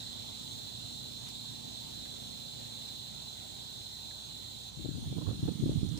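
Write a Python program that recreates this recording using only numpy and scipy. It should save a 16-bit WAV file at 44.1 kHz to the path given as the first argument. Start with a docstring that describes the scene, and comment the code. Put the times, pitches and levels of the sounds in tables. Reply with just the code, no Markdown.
"""Beside a parked truck, then under it: a chorus of insects buzzes from dense clicks ringing resonances.
A cricket's raspy chirps and small metal ticks are shaped noise; an engine far away is a stack of wavering sines.
Behind them lie soft drones, a thin whine and a roar. Late on the scene cuts to under the truck, where noise
rumble and short sine puffs of wind buffet each microphone port on its own, with grainy scuffs. The left port is
muffled; what the ports share of chorus, engine, noisy drone bands, whine and roar reaches it first."""
import sys
import numpy as np
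from scipy import signal
from scipy.fft import rfft, irfft, next_fast_len
from scipy.io import wavfile
from scipy.ndimage import uniform_filter1d, map_coordinates

SR = 44100
rng = np.random.default_rng(int(sys.argv[2]) if len(sys.argv) > 2 else 0)


def master(y):
    """Save y as 16-bit WAV."""
    cut = np.clip(np.atleast_2d(y).T, -1, 1)
    pcm = np.round(cut * 32767)  # scale
    wavfile.write(sys.argv[1], SR, pcm.astype(np.int16))


N = 264139

# Strength of the wind buffeting under the truck, before the left port's lift in scene().
# Each row: time in seconds, left level in dB, right level in dB.
BUFFETING = [(4.78, -42.5, -55), (4.95, -38, -45.5), (5.1, -40.5, -41), (5.26, -42.5, -35),
             (5.42, -37.5, -39), (5.57, -45, -37), (5.72, -35, -34.5), (5.88, -45.5, -34.5),
             (5.99, -43, -39)]
GUST_START_S = 4.775
PORT_LAG_S = 50 / SR  # how much later the right port hears most shared sounds


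def amp(db):
    """Amplitude factor for a level in dB."""
    return 10 ** (np.asarray(db) / 20)


def unit(x):
    """Scale each channel to an RMS of one."""
    return x / np.sqrt(np.mean(x ** 2, axis=-1, keepdims=True) + 1e-20)


def along(points, hz):
    """Read a curve of (Hz, value) points on a log frequency axis."""
    point_hz, value = np.transpose(points)
    return np.interp(np.log(hz + 1), np.log(point_hz + 1), value)


def curves(rows):
    """One value per sample for each column after the time."""
    s, *columns = np.transpose(rows)
    return [np.interp(np.arange(N) / SR, s, column) for column in columns]


def wobble(rate):
    """A smooth random curve, rate knots a second."""
    knots = rng.standard_normal(int(N * rate / SR) + 4)
    return map_coordinates(knots, [np.arange(N) * rate / SR])


def filtered(x, response):
    """Shape the spectrum of x by a complex response of frequency."""
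    m = next_fast_len(x.shape[-1] + 8192)
    spectrum = rfft(x, m) * response(np.fft.rfftfreq(m, 1 / SR))
    return irfft(spectrum, m)[..., :x.shape[-1]]


def resonance(hz, centre_hz, width_hz):
    """Response of one damped resonator; its powers are narrower bands."""
    return 1j * hz * width_hz / (centre_hz ** 2 - hz ** 2 + 1j * hz * width_hz)


def spread(three, alike, lag_s):
    """A shared signal, late at the right port, mixed with one of each port's own."""
    alike = np.clip(alike, 0, 1)
    late = filtered(three[0], lambda hz: np.exp(-2j * np.pi * hz * lag_s))
    shared = np.array([three[0], late])
    return np.sqrt(alike) * shared + np.sqrt(1 - alike) * three[1:]


def clicks(count, rate, jitter):
    """Three crowds of singers, each insect clicking at its own nearly steady rate."""
    rates = rate * amp(rng.normal(0, 1.5, (3, count, 1)))
    steps = (1 + jitter * rng.standard_normal((3, count, int(2 * rate * N / SR)))) / rates
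    start_s = -rng.random((3, count, 1)) / rates
    at = ((np.cumsum(steps, axis=2) + start_s) * SR).astype(int).clip(0, N)
    size = rng.standard_normal(at.shape)
    # late clicks pile up at index N, which is cut off
    return np.array([np.bincount(a.ravel(), s.ravel(), N + 1)[:N] for a, s in zip(at, size)])


def chorus():
    """Dense clicks ring each resonance; under the truck direct sound is shaded and only scattered sound stays."""
    # Resonances of the singers. Each row: centre in Hz, width of one stage in Hz, base level in dB in the open,
    # base level in dB under the truck, left-right likeness in the open from 0 to 1.
    singers = [(3428, 655, -53, -52, 0.85), (3618, 406, -51.5, -54.5, 0.8), (4042, 640, -47, -48, 0.63),
               (4860, 3900, -61.5, -83, 0.14), (6686, 810, -62.5, -60, .3), (7260, 1570, -55, -57.5, 0.46),
               (8120, 690, -63, -83, 0.11), (8770, 2000, -64, -57, 0.15), (10640, 2760, -63.5, -63, 0.13),
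               (14740, 1000, -62.5, -64, .1), (15300, 1000, -63.5, -62.5, .1)]
    # Seconds at which the crossfade from the open to under the truck starts and ends.
    crossfade_s = (4.83, 4.98)
    start_db, fade_db_per_s, shaded_db = 1.5, 0.27, -2.5  # added to the base levels
    dip_s, dip_attack_s, dip_db, dip_recover_s = 4.69, .02, -6, 0.085  # the level dips briefly
    t = np.arange(N) / SR
    under = np.interp(t, crossfade_s, [0, 1])
    crowd = clicks(count=150, rate=170, jitter=.1)
    out = np.zeros((2, N))
    for hz, width, open_db, under_db, alike in singers:
        stretch = np.roll(crowd, rng.integers(N), axis=1)
        ring = unit(filtered(stretch, lambda f: resonance(f, hz, width) ** 3))
        level_db = open_db + (under_db - open_db) * under + 0.63 * wobble(6.09)
        out += amp(level_db) * spread(ring, alike * (1 - 0.95 * under), lag_s=33 / SR)
    onset = np.clip((t - dip_s) / dip_attack_s, 0, 1)
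    recovery = np.exp(-np.clip(t - dip_s - dip_attack_s, 0, 1) / dip_recover_s)
    return out * amp(start_db - fade_db_per_s * t + shaded_db * under + dip_db * onset * recovery)


def cricket():
    """Each chirp is a short swell of raspy wing strokes near 6.5 kHz, off to the left."""
    # Each row: centre in seconds, relative level in dB.
    chirps = [(.52, -64), (1.22, -62), (1.68, -64), (2.25, -65), (2.75, -65), (3.3, -65), (3.8, -65),
              (4.25, -65), (4.7, -69), (5.04, -65), (5.63, -67)]
    t = np.arange(N) / SR
    swell = sum(amp(db) * np.exp(-((t - s) / 0.055) ** 2) for s, db in chirps)
    strokes = 0.42 + np.abs(np.sin(np.pi * 65 * t))  # 65 strokes a second
    rasp = unit(filtered(rng.standard_normal(N), lambda f: resonance(f, 6520, 580) ** 2))
    return swell * strokes * rasp * amp([[8], [-1]])  # left, right dB


def small_puffs(count):
    """Small puffs at jittered moments, by turns left and right, following the buffeting."""
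    length_ms, pitch_hz = 11.4, 132  # typical values, scattered below
    over_buffeting_db, overtone_db, edge_db = 7.5, -16.5, -31.5  # overtone and edge relative to the puff
    s, left_db, right_db = np.transpose(BUFFETING)
    when = rng.random(count)
    length, pitch, size = rng.standard_normal((count, 3)).T
    at = GUST_START_S + (np.arange(count) + when) / count * (N / SR - .03 - GUST_START_S)
    port = np.arange(count) % 2
    buffet_db = np.where(port, np.interp(at, s, right_db), np.interp(at, s, left_db))
    db = buffet_db + over_buffeting_db + 3 * size
    return np.transpose([at, port, length_ms * amp(3 * length), pitch_hz * amp(1.2 * pitch),
                         db, db + overtone_db, db + edge_db])


def wind():
    """Eddies push each port on its own: a lumpy rumble, and single puffs of a few cycles with a hissy edge."""
    # Spectrum of the rumble. Each row: frequency in Hz, relative level in dB per Hz.
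    gust_spectrum = [(25, -30), (60, 1), (100, -2), (150, -3.5), (250, -6), (400, -20), (600, -45),
                     (1200, -41), (2500, -69)]
    # Strong puffs, before the left port's lift in scene(). Each row: centre in seconds, port (0 left, 1 right),
    # length scale in ms, pitch in Hz, level in dB, overtone in dB, hissy edge in dB before a 3 dB lift.
    strong_puffs = [(4.801, 0, 17, 174, -37, -38, -67), (4.849, 0, 7.8, 198, -35, -31, -51),
                    (4.859, 0, 11.5, 125, -27, -28.5, -44), (4.89, 0, 8.7, 134, -27, -24.5, -49),
                    (4.942, 0, 23, 121, -33, -40, -67), (4.979, 0, 23, 126, -32, -40, -55),
                    (5.073, 1, 24, 96, -31, -56, -62), (5.076, 0, 12, 146, -27.5, -45, -62),
                    (5.126, 0, 5.4, 149, -29, -31, -45), (5.171, 1, 16, 145, -23.5, -33, -51),
                    (5.184, 1, 12.3, 132, -26, -30.5, -43), (5.22, 1, 27, 163, -38, -37, -49.5),
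                    (5.284, 1, 36, 100, -22.5, -35.5, -47.5), (5.314, 1, 11, 111, -26, -39, -48),
                    (5.331, 0, 7, 166, -29, -40, -52), (5.431, 0, 7.9, 148, -21, -26.5, -55),
                    (5.436, 1, 11.5, 134, -22, -34, -54), (5.455, 1, 7.4, 119, -22, -44, -48),
                    (5.459, 0, 9.9, 143, -23, -45, -62), (5.479, 0, 10, 124, -34, -50, -41),
                    (5.487, 1, 12, 116, -26, -21.5, -36.5), (5.556, 1, 7.8, 156, -26, -36, -55),
                    (5.627, 0, 6, 191, -16.5, -22, -59), (5.637, 0, 12, 124, -17.5, -22, -46),
                    (5.661, 1, 3.7, 144, -15, -21, -65), (5.663, 0, 10.6, 150, -24.5, -24, -44),
                    (5.684, 1, 33, 123, -30, -27.5, -51), (5.695, 0, 4.4, 130, -23, -18.5, -46),
                    (5.716, 0, 14, 173, -34, -32, -48), (5.759, 1, 9.5, 154, -16.5, -36, -55),
                    (5.778, 1, 16.6, 106, -18, -51, -67), (5.832, 1, 8.1, 136, -20, -28, -47.5),
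                    (5.84, 0, 15, 139, -28, -32, -71), (5.853, 1, 5.2, 122, -23, -44, -72),
                    (5.89, 1, 13, 112, -22.5, -34.5, -69), (5.918, 1, 20, 130, -26, -34, -65),
                    (5.98, 1, 9, 139, -32, -31, -56)]
    overtone_hz, overtone_scatter_hz = 292, 25.2  # upper ring of every puff, scattered either way
    start = np.clip((np.arange(N) / SR - GUST_START_S) / 0.012, 0, 1)
    lumps = amp(3.5 * np.array([wobble(30), wobble(30)]))
    rumble = unit(filtered(lumps * rng.standard_normal((2, N)), lambda hz: amp(along(gust_spectrum, hz))))
    out = np.pad(start * amp(curves(BUFFETING)) * rumble, ((0, 0), (0, SR)))
    t = np.arange(-SR // 10, SR // 10) / SR
    puffs = np.vstack([small_puffs(count=40), strong_puffs])
    luck = rng.random((len(puffs), 3))
    noise = rng.standard_normal((len(puffs), len(t)))
    edge = unit(filtered(noise, lambda f: resonance(f, 453, 380) ** 3))
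    for (s, port, ms, hz, db, upper_db, edge_db), (a, b, c), hiss in zip(puffs, luck, edge):
        width = ms / 1000 * np.where(t < 0, .55, .75)  # quick rise, slower release
        upper_hz = overtone_hz + overtone_scatter_hz * (2 * c - 1)
        low = amp(db) * np.sin(2 * np.pi * (hz * t + a))
        upper = amp(upper_db) * np.sin(2 * np.pi * (upper_hz * t + b)) + amp(edge_db + 3) * hiss
        puff = low * np.exp(-(t / width / 0.86) ** 2) + upper * np.exp(-(t / width / 0.72) ** 2)
        out[round(port), round(s * SR) - SR // 10:][:len(t)] += puff
    return out[:, :N]


def scuffs():
    """Rough mid-range scuffs under the truck: short swells of grainy noise in one band."""
    # Each row: centre in seconds, length scale in ms, band centre in Hz, level in dB.
    scuff_rows = [(5.04, 35, 790, -58.5), (5.185, 14, 1000, -57), (5.22, 9, 1050, -56),
                  (5.27, 7, 1000, -52), (5.3, 22, 1030, -57)]
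    t, out = np.arange(N) / SR, np.zeros((2, N))
    for s, ms, hz, db in scuff_rows:
        grain = amp(3.4 * wobble(200)) * rng.standard_normal((2, N))
        band = unit(filtered(grain, lambda f: resonance(f, hz, 330) ** 2))
        out += amp(db) * np.exp(-((t - s) * 1000 / ms) ** 2) * band
    return out


def ticks():
    """Small metal parts tick: each a dying burst of noise in its own band."""
    # Each row: start in seconds, right peak level in dB, band centre in Hz, width of one stage in Hz,
    # time for the unfiltered burst to fall 60 dB in seconds, left minus right in dB.
    tick_rows = [(1.263, -44, 2500, 5000, 0.18, 2), (1.285, -39.5, 5000, 9000, .1, 5),
                 (2.053, -48, 1800, 2000, 0.11, -2), (4.108, -48, 1780, 700, 0.06, 1.5),
                 (5.476, -45, 1000, 900, 0.055, 0), (5.888, -42.5, 6500, 4000, 0.051, 6),
                 (5.974, -34.5, 5500, 4000, .05, 0)]
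    out, t = np.zeros((2, N + SR)), np.arange(SR // 4) / SR
    for s, db, hz, width, t60, pan_db in tick_rows:
        burst = rng.standard_normal((2, len(t))) * amp(-60 * t / t60) * (1 - np.exp(-t / 0.00052))
        burst = filtered(burst, lambda f: resonance(f, hz, width) ** 2)
        burst /= np.abs(burst).max(axis=1, keepdims=True)
        first = round(s * SR)
        out[:, first:first + len(t)] += amp(db + np.array([[pan_db], [0]])) * burst
    return out[:, :N]


def engine():
    """Multiples of the firing rate waver in level and phase, most near the fourth and at the highest."""
    # Each row: time in seconds, firing rate in Hz, relative level in dB.
    running = [(0, 29.46, -55.5), (1, 29.8, -54), (1.8, 29.88, -54), (2.6, 29.34, -55.5), (2.95, 29.7, -56),
               (3.2, 30.96, -60), (3.75, 31.24, -58), (4.7, 31.15, -60), (4.8, 31.2, -73),
               (5.99, 31.55, -69)]
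    # Each row: multiple of the firing rate, relative level in dB at the lower speed, the same at the higher speed.
    multiples = [(2.97, -7, -3.5), (3.97, 0, 0), (5.026, -3, -5.5), (5.946, -7, -11.5), (6.946, -5, 0),
                 (7.93, 2, -7.5), (8.97, -6, -9.5), (9.97, -7.5, -8.5), (11.17, -8.5, -21),
                 (11.96, -17, -7.5), (13.15, -23, -2.5), (13.93, -4, -15), (16.1, -6, -26),
                 (17.74, -16, -26), (19, -18, -23), (20.82, -18.5, -16), (23.94, -20, -16.5),
                 (24.98, -21, -16), (28.93, -28, -17.5), (30, -20, -27)]
    rate, db = curves(running)
    turn = 2 * np.pi * np.cumsum(rate) / SR
    fast = np.clip((rate - 29.5) / 1.5, 0, 1)  # 0 at the lower speed, 1 at the higher
    hum = np.zeros(N)
    for k, idle_db, faster_db in multiples:
        rough = .2 + .06 * k + 1.5 * np.exp(-((k - 4) / 1.6) ** 2)
        level_db = idle_db + (faster_db - idle_db) * fast + 1.5 * rough * wobble(7)
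        hum += amp(level_db) * np.sin(k * turn + .45 * rough * wobble(6) + 7 * rng.random())
    return amp(db) * spread(np.array([hum, 0 * hum, 0 * hum]), 1, lag_s=PORT_LAG_S)


def drones():
    """Far off, one steady hum, at once at both ports, and fuzzy narrow noise bands that each swell slowly."""
    # Frequency in Hz and mean level in dB of the hum.
    hum_hz, hum_db = (61.5, -57)
    # Each row: centre in Hz, width of one stage in Hz, peak level in dB, loudest at in seconds,
    # time from there to fall to 1/e in seconds.
    swells = [(105, 17, -56, 0.009, 0.68), (103.9, 12, -53.5, 5.6, 1.8), (546, 59, -63.5, 2.6, 0.64),
              (550, 68, -71, 4.54, 1.1), (858, 180, -72.5, 3, 1.9)]
    t = np.arange(N) / SR
    hum = amp(hum_db + 1.5 * wobble(3)) * np.sin(2 * np.pi * hum_hz * t + .6 * wobble(3))
    out = np.array([hum, hum])
    for hz, width, db, s, fall_s in swells:
        band = unit(filtered(rng.standard_normal((3, N)), lambda f: resonance(f, hz, width) ** 2))
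        out += amp(db) * np.exp(-((t - s) / fall_s) ** 2) * spread(band, .7, lag_s=PORT_LAG_S)
    return out


def whine():
    """A faint, far, wavering tone slides to its pitch and holds, clearer on the left."""
    # Each row: start in seconds, end in seconds, first pitch in Hz, settled pitch in Hz, relative level in dB.
    tones = [(1.8, 2.31, 1334, 1380, -75.5), (3.0, 4.73, 1440, 1490, -75)]
    edge_s, glide_s = .06, 0.13
    t, tone = np.arange(N) / SR, np.zeros(N)
    for start, end, first_hz, hz, db in tones:
        pitch = hz + (first_hz - hz) * np.exp(-np.clip(t - start, 0, None) / glide_s)
        on = np.clip(np.minimum(t - start, end - t) / edge_s + .5, 0, 1)
        phase = 2 * np.pi * np.cumsum(pitch) / SR + .4 * wobble(20)
        tone += on * amp(db + 2.5 * wobble(15)) * np.sin(phase)
    both = spread(np.array([tone, 0 * tone, 0 * tone]), 0.88, lag_s=PORT_LAG_S)
    return both * amp([[3], [-2]])  # left, right dB


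def roar():
    """Far traffic and leaves: noise, most alike at both ports in the bass."""
    # Each row: frequency in Hz, relative level in dB per Hz.
    roar_spectrum = [(20, -36), (45, -7), (70, -14.5), (110, -1), (200, -8), (350, -12.5), (550, -16.5),
                     (850, -18.5), (1150, -23), (1600, -24), (2300, -23.5), (3000, -17.5), (6000, -19.5),
                     (13000, -51.5)]
    # Each row: time in seconds, level in dB.
    roar_level = [(0, -49), (1, -51.5), (2, -50), (4.7, -52.5), (5.99, -51)]
    # Each row: frequency in Hz, left-right likeness from 0 to 1 before the final blend.
    likeness = [(60, 0.76), (400, 0.62), (800, 0.4), (1500, 0.052), (2000, 0.032)]
    z = signal.stft(rng.standard_normal((3, N)), nperseg=512)[2]
    # smooth random level changes over frequency, then time
    field = uniform_filter1d(rng.standard_normal(z.shape[1:]), size=5, axis=0)
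    field = uniform_filter1d(field, size=14, axis=1)
    noise = signal.istft(z * amp(2.02 * field / field.std()), nperseg=512)[1][:, :N]

    def response(hz):
        """Spectrum of the shared part and of each port's own."""
        share = np.clip(along(likeness, hz), 0, 1)
        return amp(along(roar_spectrum, hz)) * np.sqrt([share, 1 - share, 1 - share])

    parts = filtered(noise, response)
    return amp(curves(roar_level)[0]) * unit(spread(parts, 0.65, lag_s=PORT_LAG_S))


def scene():
    """Sum the sources at the two ports, the wind stronger on the left, then muffle the left port."""
    # Response of the muffled left port. Each row: frequency in Hz, gain in dB.
    left_port = [(50, -2.5), (300, -4.5), (1500, -2), (3600, -5.5), (5300, -2), (6300, -4.5), (7000, -11.5),
                 (7600, -23), (8200, -35), (9300, -28), (10800, -26), (12000, -33), (13000, -24),
                 (14800, -36)]
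    buffeting = wind() * amp([[3], [0]])  # left, right dB
    near = chorus() + cricket() + buffeting + scuffs() + ticks()
    far = engine() + drones() + whine() + roar()
    left, right = near + far
    return np.array([filtered(left, lambda hz: amp(along(left_port, hz))), right])


def record(dry):
    """The phone cuts the deep bass with two 45 Hz stages and keeps nothing above its band limit."""
    top_hz = 15500
    return filtered(dry, lambda hz: (hz < top_hz) * (1j * hz / (45 + 1j * hz)) ** 2)


dry = scene()
out = record(dry)
master(out)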